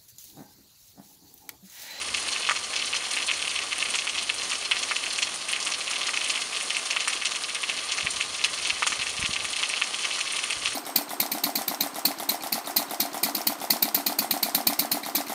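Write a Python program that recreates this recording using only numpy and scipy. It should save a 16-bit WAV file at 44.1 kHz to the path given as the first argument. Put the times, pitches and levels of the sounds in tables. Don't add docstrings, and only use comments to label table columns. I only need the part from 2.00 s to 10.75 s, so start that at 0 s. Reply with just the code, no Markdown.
import sys
import numpy as np
from scipy import signal
from scipy.fft import rfft, irfft
from scipy.io import wavfile

SR = 44100
rng = np.random.default_rng(int(sys.argv[2]) if len(sys.argv) > 2 else 0)


def bounce(signal):
    frames = np.transpose(np.atleast_2d(signal))
    limited = np.clip(frames, -1, 1)
    pcm = np.round(limited * 32767).astype(np.int16)
    wavfile.write(sys.argv[1], SR, pcm)


def linear_from_db(decibels):
    return 10 ** (np.asarray(decibels, float) / 20)


N = 385875


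def rms_one(x):
    return x / np.sqrt(np.mean(x ** 2) + 1e-20)


def in_time(rows):
    time_s, value = np.transpose(rows)
    return np.interp(np.arange(N) / SR, time_s, value)


def response(points, size):
    point_hz, point_db = np.transpose(points)
    bin_hz = np.maximum(np.fft.rfftfreq(size, 1 / SR), 1)
    return linear_from_db(np.interp(np.log(bin_hz), np.log(point_hz), point_db))


def band(x, hz, width_hz):
    r = np.exp(-np.pi * width_hz / SR)
    numerator = np.array([1, 0, -1]) * (1 - r * r) / 2
    return signal.lfilter(numerator, [1, -2 * r * np.cos(2 * np.pi * hz / SR), r * r], x)


def lowpass(x, order, hz):
    return signal.sosfilt(signal.butter(order, hz, fs=SR, output="sos"), x)


def highpass(x, hz):
    return signal.sosfilt(signal.butter(2, hz, "high", fs=SR, output="sos"), x)


def drift(rate_hz):
    r = np.exp(-2 * np.pi * rate_hz / SR)
    return rms_one(signal.lfilter([1], [1, -2 * r, r * r], rng.standard_normal(N + SR))[SR:])


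def near(hz, spread):
    return hz * np.exp(spread * rng.standard_normal())


# (time [s], level [dB])
RAIN_LEVEL = [(0.0, -31.5), (3.58, -32), (4.09, -31), (5.82, -32.5), (8.14, -31.5), (8.75, -32.5)]
# (frequency [Hz], density [dB per Hz])
RAIN_COLOUR = [(25, -29), (120, -20), (267, -9.5), (749, -5.5), (900, -8.5), (1160, -6.5), (1750, -7),
               (2650, -4), (3010, -1), (3520, -4.5), (4650, -6), (12500, -7.5)]


def far_rain():
    drop_sizes = linear_from_db(6.9 * np.minimum(rng.exponential(1, N), 4.2)) * rng.choice([-1, 1], N)
    drops_per_s = 3000
    patter = rms_one(drop_sizes * (rng.random(N) < drops_per_s / SR))
    mixed = linear_from_db(-4.0) * patter + rng.standard_normal(N)
    hiss = irfft(rfft(mixed) * response(RAIN_COLOUR, N), N)
    return linear_from_db(in_time(RAIN_LEVEL) - 1.88 + 0.8 * drift(16.0)) * rms_one(hiss)


# (time [s], level [dB])
WIND_LEVEL = [(0, -57), (.3, -63), (3.3, -64.5), (4.2, -75), (5.9, -65), (6.1, -56), (6.4, -64), (7.0, -58),
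              (7.45, -56), (7.6, -76), (8.45, -64.5), (8.6, -56), (8.75, -55)]
# (time [s], peak level [dB], frequency [Hz])
WIND_POPS = [(6.032, -39, 120), (6.047, -30, 150), (6.725, -43, 80), (6.902, -35, 330), (6.928, -37, 290),
             (6.994, -37, 110), (7.193, -30.5, 150), (7.222, -33, 60), (7.238, -28, 190),
             (7.292, -27.5, 192), (7.306, -36, 120), (8.567, -43, 90), (8.686, -43, 130)]


def wind():
    rumble = rms_one(band(rng.standard_normal(N), 51, 91))
    out = linear_from_db(in_time(WIND_LEVEL) - 1.5 + 4.0 * drift(6.0)) * rumble
    t = np.arange(SR // 20) / SR
    for time_s, peak_db, hz in WIND_POPS:
        start = round(time_s * SR)
        envelope = np.exp(-2.6 * hz * t) * (1 - np.exp(-14 * hz * t))
        out[start:start + len(t)] += linear_from_db(peak_db + 4.5) * np.sin(2 * np.pi * hz * t) * envelope
    return highpass(out, 35)


# (time [s], frequency [Hz], level [dB])
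ENGINE = [
    (0, 79, -61),
    (.4, 82, -70),
    (1.1, 92, -70),
    (1.9, 92, -70),
    (2.9, 90, -70.5),
    (3.8, 85, -78),
    (4.3, 84, -85),
    (8.75, 84, -90),
]


def drone():
    time_s, hz, level_db = np.transpose(ENGINE)
    wavering_hz = in_time(np.c_[time_s, hz]) * (1 + 0.0101 * drift(1.24))
    angle = 2 * np.pi * np.cumsum(wavering_hz) / SR
    tone = np.sin(angle) + linear_from_db(-1.5) * np.sin(3 * angle)
    return np.sqrt(2) * linear_from_db(in_time(np.c_[time_s, level_db])) * tone


# (delay [ms], level [dB], favoured frequency [Hz], width [Hz])
WALL_ECHOES = [(2, -12.5, 940, 11400), (4.9, 8.5, 2700, 1300), (6, -12, 5000, 7900), (7.5, 3, 2300, 2000),
               (6.3, -6.5, 6300, 24000), (5.16, -5.0, 1500, 2200), (9.2, -10, 2480, 820),
               (11, -6, 2170, 1800), (14.3, -9.5, 2300, 1200)]


def shelter():
    first_arrival_db, screened_share = 0.2, 0.2
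    scatter_db, scatter_t60_s = -26, 0.092
    t = np.arange(SR // 8) / SR
    click = 1.0 * (t == 0)
    out = linear_from_db(first_arrival_db) * (click - screened_share * band(click, 1900, 820))
    out = out + linear_from_db(scatter_db - 60 * t / scatter_t60_s) * rng.standard_normal(len(t)) * (t > .0006)
    for delay_ms, echo_db, hz, width_hz in WALL_ECHOES:
        echo_hz = near(hz, 0.049)
        echo = click
        for _ in range(3):
            echo = band(echo, echo_hz, width_hz)
        spot_db = 6.6 * (rng.random() - .5)
        out = out + linear_from_db(echo_db + spot_db) * np.roll(echo, round(delay_ms * SR / 1000))
    return out


def impact(hz):
    t = np.arange(SR // 16) / SR
    swell_s = 0.0044
    swell = (t / swell_s * np.exp(1 - t / swell_s)) ** 2
    spray = linear_from_db(7.0 * rng.standard_normal(len(t))) * rng.standard_normal(len(t)) * swell
    spray_db = np.interp(hz, [2500, 5500, 8000], [-44.0, -31.0, -25.0]) + 10.0 * (rng.random() - .5)
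    click_db = np.interp(hz, [3000, 6000], [-1, -17])
    source = linear_from_db(spray_db) * spray + linear_from_db(click_db) * (t == 0)
    top_hz = min(hz * np.interp(hz, [1200, 2700, 5000], [2.0, 1.4, 1.6]), .45 * SR)
    width_hz = hz * np.interp(hz, [1200, 2700, 6000], [.7, .72, .7])
    soft = lowpass(signal.fftconvolve(source, shelter()), 3, top_hz)
    heard = highpass(band(soft, hz, width_hz), 0.48 * hz)
    return heard / np.sqrt(np.mean(heard[:530] ** 2))


PITCHES_HZ = np.geomspace(1000, 9500, num=40)


def strike(time_s, level_db, hz):
    spots = 4
    nearest = np.argmin(np.abs(np.log(hz[:, None] / PITCHES_HZ)), axis=1)
    heard = [[impact(pitch_hz) for pitch_hz in PITCHES_HZ] for _ in range(spots)]
    starts = np.round(time_s * SR).astype(int)
    out = np.zeros(N + SR)
    for turn, (start, gain, pitch) in enumerate(zip(starts, linear_from_db(level_db), nearest)):
        one = heard[turn % spots][pitch]
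        out[start:start + len(one)] += gain * one
    return out[:N]


def tiny_drips():
    time_chance, level_chance, pitch_chance = rng.random((900, 3)).T
    level_db = -45.0 - 4.9 * np.log(level_chance + 0.2)
    return np.array([time_chance * (N - 1) / SR, level_db, 1700 * 5.5 ** pitch_chance])


# (time [s], rms level [dB], centre [Hz])
WEAK_PATTER = [(0.01, -36.5, 2100), (0.0846, -35.0, 2100), (0.1756, -33.5, 2700), (0.5525, -35.0, 2100),
               (0.5674, -36.5, 2100), (1.0172, -36.5, 2100), (1.2218, -37, 2100), (1.3316, -34, 2100),
               (1.3729, -35, 2700), (1.447, -32.5, 2700), (1.5088, -34, 2700), (1.537, -37, 2100),
               (1.569, -34, 2700), (1.619, -35, 2100), (1.712, -34, 2700), (1.783, -34, 2700),
               (1.8856, -34.5, 2100), (2.393, -35, 2700), (2.5485, -33, 2700), (2.6552, -40, 2100),
               (2.7504, -37, 2100), (2.7623, -34, 2100), (2.8818, -36.5, 2100), (3.0339, -31, 2700),
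               (3.2718, -35, 2700), (3.4848, -31.5, 2700), (3.5431, -35, 2700), (3.687, -38, 2100),
               (3.716, -31, 2100), (3.8874, -35, 2700), (4.057, -34, 2100), (4.2707, -37.0, 2100),
               (4.3352, -35, 2700), (4.6052, -32.5, 2700), (4.708, -32.5, 2100), (4.743, -33, 2700),
               (4.7906, -37.0, 2100), (4.9263, -31.5, 2700), (5.0226, -43, 2100), (5.0972, -34, 2100),
               (5.228, -34, 2100), (5.345, -34, 2700), (5.3598, -32.5, 2700), (5.486, -34.5, 2100),
               (5.5487, -32, 2700), (5.71, -33, 2700), (5.8992, -33, 2700), (5.9306, -37, 2100),
               (6.1627, -34, 2700), (6.3892, -34, 2700), (6.4563, -34.5, 2100), (6.577, -37, 2700),
               (6.593, -37, 2100), (7.024, -31, 2700), (7.0875, -33, 2700), (7.21, -35, 2700),
               (7.837, -36, 2100), (8.1784, -37.0, 2100), (8.2592, -37, 2100), (8.7226, -37, 2100),
               (0.0148, -36, 4500), (0.1654, -39, 4500), (0.2838, -30.5, 3500), (0.3728, -35, 4500),
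                 (0.505, -38, 3500), (0.562, -35, 4500), (0.5836, -39, 5800), (0.791, -36, 5800),
                 (0.8694, -33, 4500), (0.944, -30.5, 4500), (1.1362, -32, 3500), (1.1805, -35, 3500),
                 (1.219, -40, 5800), (1.274, -33, 3500), (1.5467, -38, 4500), (1.6187, -35, 4500),
                 (1.8589, -37, 3500), (1.8997, -36, 3500), (2.1745, -37, 4500), (2.224, -35, 4500),
                 (2.2729, -37, 4500), (2.3834, -34, 4500), (2.429, -33.5, 5800), (2.4921, -35.5, 5800),
                 (2.6064, -37, 4500), (2.6508, -31, 4500), (2.786, -32.5, 4500), (2.9491, -35, 4500),
                 (3.1064, -34, 3500), (3.128, -34, 4500), (3.155, -35, 4500), (3.598, -34.0, 5760),
                 (3.716, -32, 5780), (3.982, -37, 4500), (4.135, -36, 5760), (4.161, -35, 5740),
                 (4.401, -36.0, 5850), (4.5434, -33, 3500), (4.851, -34, 5740), (4.866, -35, 3500),
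                 (5.0975, -36, 5800), (5.1599, -33.5, 3500), (5.7715, -33, 3500), (5.975, -32.0, 4500),
                 (6.6246, -33, 4500), (6.741, -43, 5750), (7.1664, -36, 4500), (7.2437, -28.5, 2700),
                 (7.3066, -35, 3500), (7.5599, -32, 2700), (7.59, -31.5, 3500), (7.6944, -32.5, 2700),
                 (7.705, -37, 2700), (7.7609, -31.5, 3500), (7.9875, -33, 2700), (8.1627, -37, 4500),
                 (8.2716, -32, 3500), (8.3298, -32.5, 2700), (8.3503, -37, 3500), (8.6174, -36, 2700),
               (0.0185, -35.0, 9000), (0.167, -34, 9000), (0.1943, -35, 9000), (0.276, -36, 9000),
                  (0.285, -37.0, 7200), (0.652, -39, 7200), (0.8552, -35.5, 7200), (1.129, -33.5, 9000),
                  (1.3065, -37, 7200), (1.37, -36, 9000), (1.4164, -37, 7200), (1.5357, -38, 9000),
                  (1.7773, -33.5, 9000), (1.8341, -35.0, 9000), (1.8848, -39, 7200), (1.8991, -32, 9000),
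                  (2.2242, -34.5, 9000), (2.341, -33, 9000), (2.58, -35, 7200), (2.7868, -36, 9000),
                  (2.8182, -37, 7200), (2.9576, -37, 9000), (3.0331, -37.0, 9000), (3.1758, -32, 7200),
                  (3.2433, -41, 7200), (3.3423, -34, 9000), (3.3556, -36.0, 9000), (3.4841, -33, 9000),
                  (3.8939, -35, 9000), (4.1023, -37, 7200), (4.2698, -39, 9000), (4.2819, -34, 9000),
                  (4.6005, -37, 7200), (4.6219, -31.5, 9000), (4.7832, -37, 7200), (4.8647, -39, 9000),
                  (5.3052, -39, 7200), (5.3553, -34.5, 7200), (5.4241, -36.5, 9000), (5.5438, -34, 9000),
                  (5.6154, -39, 9000), (6.2203, -39, 9000), (6.5397, -37, 9000), (6.6167, -36, 9000),
                  (6.9298, -37, 5800), (7.093, -34, 9000), (7.4345, -36, 9000), (7.5223, -35.0, 7200),
                  (7.5598, -34, 9000), (7.7922, -38, 5800), (7.833, -34, 5800), (7.9573, -39, 7200),
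                  (7.9867, -37, 7200), (8.015, -36, 5800), (8.185, -35, 5800), (8.3204, -32, 9000),
                  (8.3932, -38, 5800), (8.6454, -36, 9000), (8.6703, -39, 7200), (8.7285, -36.0, 9000),
               (6.4402, -24, 4100), (4.2967, -28, 3700), (3.222, -29, 4600), (2.96, -34, 3200),
                 (7.5, -35, 8800), (1.294, -26.5, 2800), (0.328, -31, 4200), (6.4415, -28, 9400),
                 (6.862, -33, 9000), (4.305, -34.5, 9000), (6.115, -39, 6200)]


def weak_drips():
    return np.array(WEAK_PATTER).T


# (time [s], smack rms level [dB], smack [Hz], splash re smack [dB])
FAT_DRIPS = [(0.1415, -24.5, 2880, -7), (0.9605, -29, 2780, -1), (1.1667, -25.5, 2370, -17),
             (1.2852, -26, 2690, -25), (1.3087, -24.5, 2510, -20), (1.5563, -27.5, 2370, -8),
             (1.8209, -24, 2630, -13), (1.9395, -26.5, 2596, -9), (2.294, -22, 2800, -20),
             (2.713, -18.5, 2746, -17), (3.184, -26, 2770, -11), (3.222, -24, 2720, -4),
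             (4.1685, -25.5, 2590, -10), (4.6997, -26.5, 2940, -5.5), (4.7628, -26, 2570, -6),
             (5.216, -28, 2510, -12), (5.2503, -25.5, 3020, -2), (5.6321, -25.5, 2540, -13),
             (5.692, -24.5, 2630, -13), (6.0651, -24, 2400, -28), (6.2051, -24.5, 2520, -8),
             (6.4409, -21.5, 2850, -7), (6.6991, -23.5, 2860, -3.5), (7.255, -25.5, 2680, -7.5),
             (7.3588, -26, 2710, -11), (7.6292, -23, 2720, -14), (7.733, -26.5, 2540, -22),
             (8.046, -25, 2550, -8.5), (8.5013, -26, 2610, -5), (8.6531, -25, 3050, -4.5)]
# (time [s], smack rms level [dB], splash re smack [dB], splash [Hz])
FILM_DRIPS = [(0.3183, -35, 1, 6000), (0.7585, -29.5, 0.5, 4700), (1.1082, -31.5, 1, 6630),
              (1.474, -27, -8, 8600), (1.983, -28, -1, 4750), (2.0907, -28.5, -3, 5200),
              (2.8284, -28.5, -2, 6000), (2.96, -29.5, -3.5, 5000), (4.0652, -37, 8.5, 5400),
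              (4.239, -30, -1, 7600), (4.256, -29.5, -14, 5530), (4.297, -30.5, 1.5, 5600),
              (4.4145, -30.5, -2, 5200), (4.565, -28, -8, 8100), (4.904, -25.5, -3, 5140),
              (5.0003, -28.5, -3, 5600), (5.1278, -27.5, -6, 6800), (5.2636, -29, -2, 5800),
              (5.3146, -29.5, -4.5, 6150), (5.915, -29, 0, 5750), (6.6504, -27.5, -5.5, 4580),
              (6.667, -31, -3, 7500), (6.8983, -36, 3, 6400), (7.331, -28, -5, 6100),
              (7.5887, -35, -1, 6870), (7.9393, -28.5, -8, 5000), (8.206, -26.5, -5, 6650),
              (8.361, -30, -1.5, 8680), (8.434, -28, -4.5, 8000)]
# (time [s], smack rms level [dB], smack [Hz])
MIDDLING_DRIPS = [(0.357, -29, 2690), (0.445, -29, 2900), (0.4668, -28, 3460), (0.733, -30.5, 2260),
                  (0.818, -28.5, 3030), (0.9292, -27.5, 2900), (1.1806, -30, 2640), (1.42, -28.5, 3080),
                  (1.5845, -28.5, 2680), (1.7237, -26.5, 2560), (1.852, -30, 2400), (2.1768, -27.5, 2820),
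                  (3.0603, -29, 2290), (3.529, -26, 2990), (3.5576, -30, 2700), (3.873, -29, 2600),
                  (3.9583, -28, 2910), (4.0106, -28, 2650), (4.2097, -27.5, 2910), (4.3526, -27.5, 2830),
                  (3.929, -30, 2390), (4.371, -30.5, 2230), (6.0034, -28.5, 2900), (7.014, -27, 2720),
                  (7.063, -29, 2630), (7.222, -28, 2320), (7.771, -31, 3300), (8.107, -29, 2390),
                  (8.3013, -29.5, 2910), (8.5249, -28.5, 2720)]
# (time [s], smack rms level [dB], smack [Hz], plop re smack [dB], splash re smack [dB])
PUDDLE_DRIPS = [(0.49, -23.5, 2130, -2.5, -10), (0.5106, -36, 1770, 10.5, 3), (0.558, -31, 2830, -11, -4),
                (0.944, -29.5, 2570, -8.5, -14), (1.9515, -28, 2560, -11, 0),
                (2.0702, -27.5, 2490, -10, -25), (2.514, -27.5, 3120, -17, -21),
                (2.527, -30.5, 2330, -12, -4), (2.9117, -27, 1900, -5, -10), (3.666, -28, 2750, -12, -7),
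                (3.9072, -31.5, 2960, -7.5, 1), (4.086, -29.5, 2370, -5.5, -7),
                (4.135, -28.5, 2360, -11, -17), (4.964, -23, 2500, -9.5, -26), (5.0755, -27.5, 2030, -5, 2),
                (5.9803, -29, 2170, -8.5, -6), (6.8233, -25.5, 2200, -1, -11),
                (6.8672, -24.5, 2410, -5.5, 0), (6.9216, -28.5, 2040, -7.5, -6.5),
                (7.446, -29, 2450, -13, -3.5), (7.8158, -22, 2550, -16, -19), (8.185, -39, 2000, 0.5, 3),
                (8.3857, -29, 2610, -16, -6), (8.6702, -27.5, 2610, -13, -16)]


def heavy_drips():
    paving_splash_hz, puddle_splash_hz, film_smack_hz = 5600, 7200, 3050
    middling_splash_db = -9.5
    rows = [(s, db, hz, splash_db, near(paving_splash_hz, 0.18)) for s, db, hz, splash_db in FAT_DRIPS]
    rows += [(s, db, hz, middling_splash_db, near(paving_splash_hz, 0.24)) for s, db, hz in MIDDLING_DRIPS]
    rows += [(s, db, hz, splash_db, near(puddle_splash_hz, .1)) for s, db, hz, _, splash_db in PUDDLE_DRIPS]
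    rows += [(s, db, near(film_smack_hz, .05), splash_db, hz) for s, db, splash_db, hz in FILM_DRIPS]
    time_s, smack_db, smack_hz, splash_db, splash_hz = np.transpose(rows)
    thock_db = -16 + 1 * rng.standard_normal(len(time_s))
    thock_hz = 1260 * np.exp(.06 * rng.standard_normal(len(time_s)))
    smacks = np.array([time_s, smack_db, smack_hz])
    thocks = np.array([time_s, smack_db + thock_db, thock_hz])
    splashes = np.array([time_s, smack_db + splash_db, splash_hz])
    return np.hstack([smacks, thocks, splashes])


# (time [s], rms level [dB], centre [Hz])
LIGHT_DRIPS = [(0.1754, -38, 6830), (0.6352, -33.5, 5750), (0.792, -31, 3600), (1.2626, -31, 8200),
               (1.334, -32.5, 5180), (1.799, -30, 3920), (2.188, -29.5, 4050), (2.4135, -32, 3400),
               (2.499, -33, 7200), (2.55, -34, 5000), (3.0338, -37, 4300), (3.1014, -32.5, 5000),
               (3.1259, -34, 8660), (3.4946, -33, 3300), (3.5124, -30.5, 8800), (3.623, -32, 5600),
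               (3.648, -30.5, 7500), (3.738, -28.5, 3860), (3.8066, -31, 3510), (4.0318, -30, 3600),
               (5.4375, -29.5, 3900), (5.497, -33, 3450), (6.102, -29, 7700), (6.1617, -33, 4470),
               (6.22, -30.5, 3500), (6.3435, -32, 4700), (6.992, -30.5, 3600), (7.195, -35, 8180),
               (7.531, -30.5, 3400), (7.688, -31, 7500)]


def light_drips():
    return np.transpose(LIGHT_DRIPS)


# (time [s], centre [Hz])
SOFT_DRIPS = [(0.4217, 3970), (0.841, 4020), (1.049, 3600), (1.1984, 2680), (1.222, 3700), (1.393, 3060),
              (1.494, 4440), (2.0156, 2800), (2.15, 2600), (2.7677, 4000), (2.894, 4460), (4.525, 2700),
              (4.7484, 4400), (5.017, 4100), (5.0436, 3300), (5.548, 4750), (5.7833, 2800), (5.889, 3840),
              (6.0243, 3460), (6.409, 2900), (6.5338, 4040), (6.577, 3700), (6.84, 3300), (7.178, 3020),
              (7.4, 3400), (7.561, 4740), (7.651, 3740), (8.03, 3400), (8.123, 3500), (8.1466, 3920)]


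def soft_drips():
    time_s, hz = np.transpose(SOFT_DRIPS)
    level_db = np.full(len(time_s), -32.5)
    return np.array([time_s, level_db, hz])


def drips():
    contacts = [heavy_drips(), light_drips(), soft_drips(), tiny_drips(), weak_drips()]
    return strike(*np.hstack(contacts))


# (delay [ms], level [dB], favoured frequency [Hz], width [Hz])
PLOP_RETURNS = [(2.2, -6, 1500, 1500), (5.2, -.5, 1130, 240), (5.6, 2, 2100, 600), (7.6, -.5, 1200, 260),
                (8.2, 0, 2100, 500), (13.5, -11, 1300, 600)]


def plops():
    plop_hz, plop_width_hz, plop_top_hz = 1380, 800, 2300
    time_s, smack_db, _, plop_db, _ = np.transpose(PUDDLE_DRIPS)
    t = np.arange(SR // 20) / SR
    out = np.zeros(N + SR)
    blunt = lowpass(1.0 * (t == 0), 2, plop_top_hz)
    for start, level_db in zip(np.round(time_s * SR).astype(int), smack_db + plop_db):
        pulse = band(blunt, near(plop_hz, .06), plop_width_hz)
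        heard = pulse
        for delay_ms, echo_db, hz, width_hz in PLOP_RETURNS:
            echo = np.roll(band(pulse, hz, width_hz), round(delay_ms * SR / 1000))
            heard = heard + linear_from_db(echo_db + 2 * rng.standard_normal()) * echo
        out[start:start + len(t)] += linear_from_db(level_db) * heard / np.sqrt(np.mean(heard[:530] ** 2))
    return out[:N]


def scene():
    return -(far_rain() + wind() + drone() + drips() + plops())[None]


def low_pass(x):
    return signal.sosfilt(signal.butter(12, 15300, fs=SR, output="sos"), x)


# (frequency [Hz], width [Hz], level re direct [dB])
HOUSING_MODES = [(1073, 50, -1.5), (1186, 76, 2.5), (2075, 90, -6.5), (3330, 115, -4), (4247, 115, -0.5)]
# (frequency [Hz], share lost [0-1])
NARROW_DIPS = [(1292, 0.26), (2290, 0.25), (2850, 0.23), (3165, 0.53), (3410, 0.42), (3580, 0.19),
               (5020, 0.28)]
# (frequency [Hz], level [dB])
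MIC_RESPONSE = [(6500, 1.5), (7300, -1), (7850, -5), (8500, 2), (9700, 1.5), (10500, -6), (11400, -17.5),
                (11750, -34), (12000, -70)]
# (frequency [Hz], level [dB])
MIRROR_LEAK = [(12000, -2), (13500, -14), (14500, -29), (15000, -37), (15400, -60)]


def record(dry):
    first_rate_hz, dip_width_hz = 24000, 70
    housed = dry + sum(linear_from_db(mode_db) * band(dry, hz, width_hz) for hz, width_hz, mode_db in HOUSING_MODES)
    housed = housed - sum(share * band(housed, hz, dip_width_hz) for hz, share in NARROW_DIPS)
    heard = rfft(housed) * response(MIC_RESPONSE, N)
    bins = np.arange(heard.shape[1])
    mirror_bin = round(first_rate_hz * N / SR) - bins
    mirror = np.conj(heard[:, np.clip(mirror_bin, 0, len(bins) - 1)])
    leaked = np.where(bins > mirror_bin, mirror * response(MIRROR_LEAK, N), heard)
    mix = irfft(leaked, N)
    return low_pass(mix)


dry = scene()
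out = record(dry)
bounce(out)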